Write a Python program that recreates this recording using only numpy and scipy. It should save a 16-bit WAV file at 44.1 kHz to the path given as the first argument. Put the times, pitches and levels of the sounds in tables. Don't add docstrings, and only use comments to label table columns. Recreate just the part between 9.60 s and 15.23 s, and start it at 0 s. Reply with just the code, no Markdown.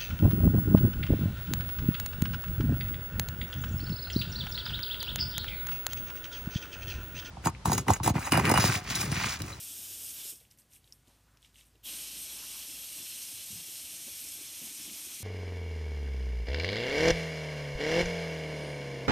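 import sys
import numpy as np
from scipy import signal
from scipy.fft import rfft, irfft, next_fast_len
from scipy.io import wavfile
from scipy.ndimage import map_coordinates

SR = 44100
rng = np.random.default_rng(int(sys.argv[2]) if len(sys.argv) > 2 else 0)


def transcribe(u):
    v = np.clip(np.atleast_2d(u).T, -1, 1)
    q = np.round(v * 32767).astype(np.int16)
    wavfile.write(sys.argv[1], SR, q)


N = 248283
TIME = np.arange(N) / SR


# open_s, shut_s, hiss_db, lower_rel_db, sizzle_rel_db, buffet_db
NOZZLE_PRESSES = [(-.3, 0.7, -44.5, -9.5, -6.5, -68.5), (2.226, 5.8, -45, -5, -8, -65.5)]
# time_s, swollen_share
FILL_CURVE = [(2.8, 0.24), (4.0, 0.31), (5.2, 1)]
# freq_hz, level_db
FIRST_SPECTRUM = [(400, -13), (1150, -19), (1450, -13.5), (2120, -14.5), (2350, -7.5), (3000, -2.5),
                  (3450, -1.5), (4350, -7.5), (5200, -2.5), (7200, -2), (7650, -2), (8100, 0.5),
                  (8750, 2.5), (10300, -4), (11000, 1.5), (11650, 2), (12300, 0), (13550, -1), (15200, -8)]
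SECOND_SPECTRUM = [(400, -12), (1150, -13.5), (1950, -12), (2350, -7.5), (2800, 0.5), (3350, 1),
                   (4750, -2.5), (5200, 0), (6000, 0), (7700, -1), (8200, 3), (9300, 2.5), (9900, -1.5),
                   (10400, -1), (11000, 0.5), (11700, 1.5), (12700, -1.5), (13100, -6), (15200, -16)]
SWOLLEN_SPECTRUM = [(400, -16), (1050, -20.5), (1900, -10), (2450, -3), (3400, -1.5), (4750, -5),
                    (5300, -2), (6100, -1), (6600, -2), (7700, -4), (8250, -1), (9100, -1), (10250, -7),
                    (11200, -1.5), (12700, -7.5), (15200, -19.5)]
def gas():
    first_press, second_press = NOZZLE_PRESSES
    fill_s, fill_share = np.transpose(FILL_CURVE)
    swollen = np.interp(TIME, fill_s, fill_share)
    first = turbulence(FIRST_SPECTRUM, neck_share=0.22)
    second = np.sqrt(1 - swollen) * turbulence(SECOND_SPECTRUM, neck_share=1.17)
    second += np.sqrt(swollen) * turbulence(SWOLLEN_SPECTRUM, neck_share=0.65)
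    return jet(first_press, first, swollen) + jet(second_press, second, swollen) + chuff(second_press[0])


def jet(press, stream, swollen, flutter_db=0.46, flutters_per_s=24, rough_db=0.7, eddies_per_s=90):
    open_s, shut_s, hiss_db, lower_db, sizzle_db, buffet_db = press
    held_s = np.maximum(TIME - open_s, 0)
    surge = np.exp(-held_s / 0.053)
    pinch = np.exp(np.minimum(TIME - shut_s, 0) / 0.017)
    squeeze = np.exp(-((TIME - 0.613) / 0.053) ** 2)
    hiss_db = hiss_db + 7.5 * surge + 1.5 * pinch - 0.07 * held_s + flutter_db * drift(flutters_per_s)
    lower_db = lower_db + 3.5 * squeeze - 1.5 * pinch + 2 * surge - held_s
    sizzle_db = sizzle_db + 14 * surge + 2 * pinch
    lower, upper = split(stream, hz=4820)
    middle, sizzle = split(upper, hz=12970)
    hiss = sum(rms_one(part) * amp(hiss_db + db + rough_db * drift(eddies_per_s))
               for part, db in [(lower, lower_db), (middle, 0), (sizzle, sizzle_db)])
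    return gate(open_s, shut_s) * (hiss + buffet(buffet_db, held_s, swollen))


# centre_hz, width_hz, lift_db (scaled by neck_share)
NECK_MODES = [(2305, 70, 5.5), (2460, 50, 2.5), (2680, 120, 2.2), (3003, 70, 2.5), (3280, 60, 2),
              (4042, 55, 3.8), (4188, 60, 4.8), (4403, 88, 2.8), (5088, 55, 4.4), (5194, 55, 3.8),
              (5420, 60, 3.8), (5781, 93, 3), (6023, 90, 3.8), (7030, 60, 2.5), (8155, 45, 4.6),
              (8247, 45, 5.2), (8400, 40, 2.5), (8484, 45, 3.6), (8844, 50, 4.4), (9034, 45, 3),
              (9356, 100, 3), (11181, 143, 2.2), (11466, 60, 3.2), (11690, 80, 2.2), (12247, 45, 2.7),
              (12726, 80, 4.6), (13425, 66, 2.5), (13695, 61, 2.8), (14674, 48, 3.5)]
def turbulence(spectrum, neck_share):
    peaks = [(hz, width_hz, neck_share * lift_db) for hz, width_hz, lift_db in NECK_MODES]
    rippled = foil_tremble(room(noise(), wet_db=-10.5))
    return rms_one(neck_flap(coloured(rippled, spectrum, peaks)))


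def foil_tremble(x, speed_share=0.002, trembles_per_s=7):
    lag_samples = np.cumsum(speed_share * drift(trembles_per_s))
    return map_coordinates(x, [np.arange(N) + lag_samples], order=5, mode="mirror")


# centre_hz, width_hz
FLAP_MODES = [(2950, 340), (3400, 290), (5300, 410), (6030, 270), (8250, 440), (8900, 960), (11500, 570),
              (12700, 300)]
def neck_flap(x, flare_db=1.5, flares_per_s=16):
    return x + sum(resonate(x, hz, width_hz) * (amp(flare_db * drift(flares_per_s)) - 1)
                   for hz, width_hz in FLAP_MODES)


def chuff(open_s, delay_s=0.043, pitch_hz=3220, width_hz=650, level_db=-51.5):
    ring = resonate(noise(), pitch_hz, width_hz)
    puff = rms_one(resonate(ring, pitch_hz, 2 * width_hz))
    return amp(level_db) * swell(open_s + delay_s, rise_s=0.047, fall_db_per_s=400) * puff


# freq_hz, level_db
BUFFET_SPECTRUM = [(70, 1.5), (110, -11), (160, -1), (220, -0.5), (300, 3.5), (380, -4.5), (490, -12.5),
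                   (650, -6), (900, -16.5), (1300, -16.5), (2000, -52)]
def buffet(base_db, held_s, swollen, settle_db_per_s=3.5, unfold_db=12, lump_db=2, lumps_per_s=30):
    shaking_db = base_db - settle_db_per_s * held_s + unfold_db * swollen
    return coloured(noise(), BUFFET_SPECTRUM) * amp(shaking_db + lump_db * drift(lumps_per_s))


# peak_s, rise_s, fall_db_per_s, level_db, lower_rel_db
FOIL_SLIDES = [(.77, .025, 200, -59, -7), (.815, 0.033, 220, -66.5, 1), (.917, 0.024, 354, -64.5, -1),
               (.997, 0.029, 352, -59.5, -8), (1.16, 0.085, 328, -58, -5), (1.285, 0.075, 140, -70, -1),
               (1.332, 0.021, 230, -62.5, -17), (1.49, 0.061, 75, -71, 1), (1.862, 0.083, 190, -73, 8.5),
               (1.998, 0.078, 204, -63, 4), (2.072, 0.045, 320, -68, -10)]
# freq_hz, level_db
RUSTLE_SPECTRUM = [(1000, -17), (1800, -13.5), (2900, -4.5), (4600, -10.5), (5500, -6.5), (7500, -5.5),
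                   (8400, 3), (10300, -4), (11500, 3.5), (13000, -4), (15000, -14)]
def rustle(clicks_per_s=11000, spread_db=5, trim_db=-1, lower_trim_db=-2):
    upper_power, lower_power = 0, 0
    for peak_s, rise_s, fall_db_per_s, level_db, lower_rel_db in FOIL_SLIDES:
        slide = amp(level_db + trim_db) * swell(peak_s, rise_s, fall_db_per_s)
        upper_power += slide ** 2
        lower_power += (slide * amp(lower_rel_db + lower_trim_db)) ** 2
    sizes = amp(spread_db * np.minimum(rng.exponential(1, N), 4)) * rng.choice([-1, 1], N)
    clicks = sizes * (rng.random(N) < clicks_per_s / SR)
    crinkle = coloured(room(clicks, wet_db=-8.5), RUSTLE_SPECTRUM)
    lower, upper = split(crinkle, hz=7300)
    return np.sqrt(upper_power) * rms_one(upper) + np.sqrt(lower_power) * rms_one(lower)


# start_s, level_db, pitch_hz
CREASE_SNAPS = [(0.756, -44, 5400), (.801, -53, 3600), (0.85, -53.5, 2900), (0.91, -51, 5270),
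                (0.913, -62, 5400), (.919, -46, 12500), (.9737, -50, 11100), (0.9856, -48, 5870),
                (1.0174, -56, 5030), (1.12, -58, 3300), (1.133, -49, 5830), (1.162, -53, 2900),
                (1.2415, -51, 3850), (1.2746, -52, 3500), (1.3227, -35, 5360), (1.4726, -57, 3600),
                (1.481, -58, 6000), (1.7698, -58, 3000), (1.7703, -56, 5300), (1.82, -55, 8000),
                (1.8265, -49.5, 3300), (1.846, -46, 2950), (1.857, -53, 3100), (1.942, -57, 3400),
                (1.9558, -49, 2590), (1.9626, -52, 3300), (1.982, -52, 2900), (1.99, -53, 2950),
                (2.0085, -47.5, 3120), (2.1536, -57.5, 3200)]
def snaps(width_share=0.07, crack_db=-14, crack_s=0.00092, ragged_db=-25, ragged_s=0.0023,
          full_snap_db=-31, trim_db=-0.5, delay_s=0.0015):
    out, t = np.zeros(N), TIME[:1024]
    for start_s, level_db, hz in CREASE_SNAPS:
        grit = noise(len(t))
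        dryness = amp(0.53 * (full_snap_db - level_db))
        buckling = (t == 0) + dryness * amp(ragged_db) * grit * np.exp(-t / ragged_s)
        ring = resonate(buckling, hz, width_share * dryness * hz)
        facet = band(ring, hz / np.sqrt(2), hz * np.sqrt(2))
        crack = band(grit * np.exp(-t / crack_s), 1900, 13000)
        snap = peak_one(facet) + dryness * amp(crack_db) * peak_one(crack)
        add(out, start_s + delay_s, amp(level_db + trim_db) * snap)
    return room(out, wet_db=-14)


# start_s, level_db, centre_hz
PANEL_FLOPS = [(0.571, -58.5, 115), (0.652, -51, 370), (0.723, -55.5, 310), (0.812, -60, 477),
               (1.384, -61.5, 113), (1.472, -60.5, 292), (1.636, -67, 129), (2.15, -62, 302),
               (3.078, -57, 259), (3.385, -51.5, 218), (3.735, -57, 85), (4.083, -57, 297),
               (4.205, -60, 70), (4.466, -50.5, 260), (4.479, -51, 437), (4.505, -58, 75),
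               (4.785, -52.5, 252), (4.81, -49.5, 323), (5.014, -49.5, 215), (5.065, -52, 270),
               (5.106, -52.5, 270), (5.197, -51.5, 185), (5.275, -50.5, 280), (5.311, -51, 240),
               (5.466, -53, 286), (5.6, -49.5, 198)]
def flops(decay_cycles=3.8, band_ratio=1.36, rub_db=-11, rub_s=0.012, trim_db=0.5):
    out, t = np.zeros(N), TIME[:8192]
    for start_s, level_db, hz in PANEL_FLOPS:
        push = np.exp(-t * hz / decay_cycles) + amp(rub_db) * np.exp(-t / rub_s)
        bump = band(noise(len(t)) * push, hz / band_ratio, hz * band_ratio)
        add(out, start_s, amp(level_db + trim_db) * peak_one(bump))
    return out


# peak_s, rise_s, fall_db_per_s, level_db, centre_hz
BRUSH_STROKES = [(1.49, 0.07, 60, -76, 714), (1.53, .13, 70, -80, 3700), (1.6, 0.15, 25, -79, 1150),
                 (1.705, .05, 110, -77, 1220), (2.81, .2, 39, -65.5, 1190), (5.3, 1, 5, -70, 1020)]
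def brushes(band_ratio=1.41, uneven_db=3, wobbles_per_s=35.2):
    out = np.zeros(N)
    for peak_s, rise_s, fall_db_per_s, level_db, hz in BRUSH_STROKES:
        rub = rms_one(band(noise(), hz / band_ratio, hz * band_ratio))
        out += amp(level_db) * swell(peak_s, rise_s, fall_db_per_s) * rub
    return out * amp(uneven_db * drift(wobbles_per_s))


# pitch_hz, t60_s
FLOOR_RESONANCES = [(102, 0.24), (167, .25), (200, 0.13)]
# start_s, mode1_db, mode2_db, mode3_db
WEIGHT_SHIFTS = [(3.901, -68, -58, -49.5), (3.921, -49, -60, -57), (3.954, -64, -49, -56)]
def thuds(contact_s=0.0012, scuff_db=-20):
    out, t = np.zeros(N), TIME[:SR // 2]
    push = t * np.exp(-t / contact_s)
    for start_s, *modes_db in WEIGHT_SHIFTS:
        scuff = amp(scuff_db) * rms_one(band(noise(len(t)), 150, 400))
        for (hz, t60_s), level_db in zip(FLOOR_RESONANCES, modes_db):
            fade = amp(-60 * t / t60_s)
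            ring = signal.fftconvolve(push, np.cos(2 * np.pi * hz * t) * fade)[:len(t)]
            boom = peak_one(band(ring, hz / 2, 2 * hz))
            add(out, start_s, amp(level_db) * (boom + scuff * fade))
    return out


def hum(pitch_hz=91.4, level_db=-68.5, waver_hz=0.9, waver_db=0.5):
    tone = sine(pitch_hz + waver_hz * drift(8))
    return amp(level_db + waver_db * drift(11)) * tone * gate(-0.1, 0.54)


def drone(pitch_hz=54.3, peak_s=2.4, peak_db=-67.5, slope_db_per_s=5, stop_s=3.33):
    tone = sine(pitch_hz + 0.26 * drift(3))
    level_db = peak_db - slope_db_per_s * np.abs(TIME - peak_s) + 0.2 * drift(4.4)
    return amp(level_db) * tone * gate(-0.1, stop_s, fall_db_per_s=45)


# freq_hz, level_db
AIR_SPECTRUM = [(60, 0.5), (85, 2.5), (120, -1), (160, -5), (280, -11), (450, -16), (1000, -20),
                (2000, -21), (4000, -22.5), (8500, -24.5), (12000, -27.5), (15000, -28)]
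def still_air(level_db=-68):
    return amp(level_db) * coloured(room(noise(), wet_db=-13), AIR_SPECTRUM)


def room(x, wet_db, t60_s=0.055):
    t = TIME[:SR // 2]
    tail = noise(len(t)) * amp(-60 * t / t60_s) * (t > 0.004)
    return x + amp(wet_db) * signal.fftconvolve(x, tail / np.linalg.norm(tail))[:N]


def gate(open_s, shut_s, rise_s=0.072, fall_db_per_s=205):
    opening = np.clip((TIME - open_s) / rise_s, 0, 1)
    return np.sin(opening * np.pi / 2) ** 2 * amp(-fall_db_per_s * np.maximum(TIME - shut_s, 0))


def swell(peak_s, rise_s, fall_db_per_s):
    return gate(peak_s - rise_s, peak_s, rise_s, fall_db_per_s)


def coloured(x, spectrum, peaks=()):
    size = next_fast_len(N)
    hz = np.arange(size // 2 + 1) * SR / size + 1e-3
    points_hz, levels_db = np.transpose(spectrum)
    db = np.interp(np.log(hz), np.log(points_hz), levels_db)
    for centre_hz, width_hz, lift_db in peaks:
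        db += lift_db / (1 + (2 * (hz - centre_hz) / width_hz) ** 2)
    low_cut = 1 / (1 + (points_hz[0] / (np.sqrt(2) * hz)) ** 4)
    return rms_one(irfft(rfft(x, size) * amp(db) * low_cut, size)[:N])


def resonate(x, hz, width_hz):
    r = np.exp(-np.pi * width_hz / SR)
    feedback = [1, -2 * r * np.cos(2 * np.pi * hz / SR), r * r]
    return signal.lfilter(np.array([1, 0, -1]) * (1 - r * r) / 2, feedback, x + 1e-18)


def band(x, low_hz, high_hz):
    sos = signal.butter(2, [low_hz, min(high_hz, 0.45 * SR)], "band", fs=SR, output="sos")
    return signal.sosfilt(sos, x + 1e-18)


def split(x, hz):
    lower = signal.sosfiltfilt(signal.butter(4, hz, fs=SR, output="sos"), x)
    return lower, x - lower


def sine(hz):
    return np.sqrt(2) * np.sin(2 * np.pi * np.cumsum(hz) / SR)


def noise(samples=N):
    return rng.standard_normal(samples)


def drift(knots_per_s):
    knots = noise(1024)
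    return np.interp(TIME * knots_per_s, np.arange(len(knots)), knots) * np.sqrt(3 / 2)


def amp(db):
    return 10 ** (np.asarray(db) / 20)


def rms_one(x):
    return x / np.sqrt(np.mean(x ** 2) + 1e-20)


def peak_one(x):
    return x / np.abs(x).max()


def add(out, start_s, sound):
    start = int(np.clip(start_s * SR, 0, N - 1))
    out[start:start + len(sound)] += sound[:N - start]


def scene():
    mono = gas() + hum() + rustle() + brushes() + snaps() + flops() + thuds() + drone() + still_air()
    return np.array([mono, mono])


def record(dry, low_hz=33, cutoff_hz=15400):
    thinned = signal.sosfilt(signal.butter(2, low_hz, "high", fs=SR, output="sos"), dry)
    return signal.sosfilt(signal.ellip(12, 0.1, 80, cutoff_hz, fs=SR, output="sos"), thinned)


dry = scene()
out = record(dry)
transcribe(out)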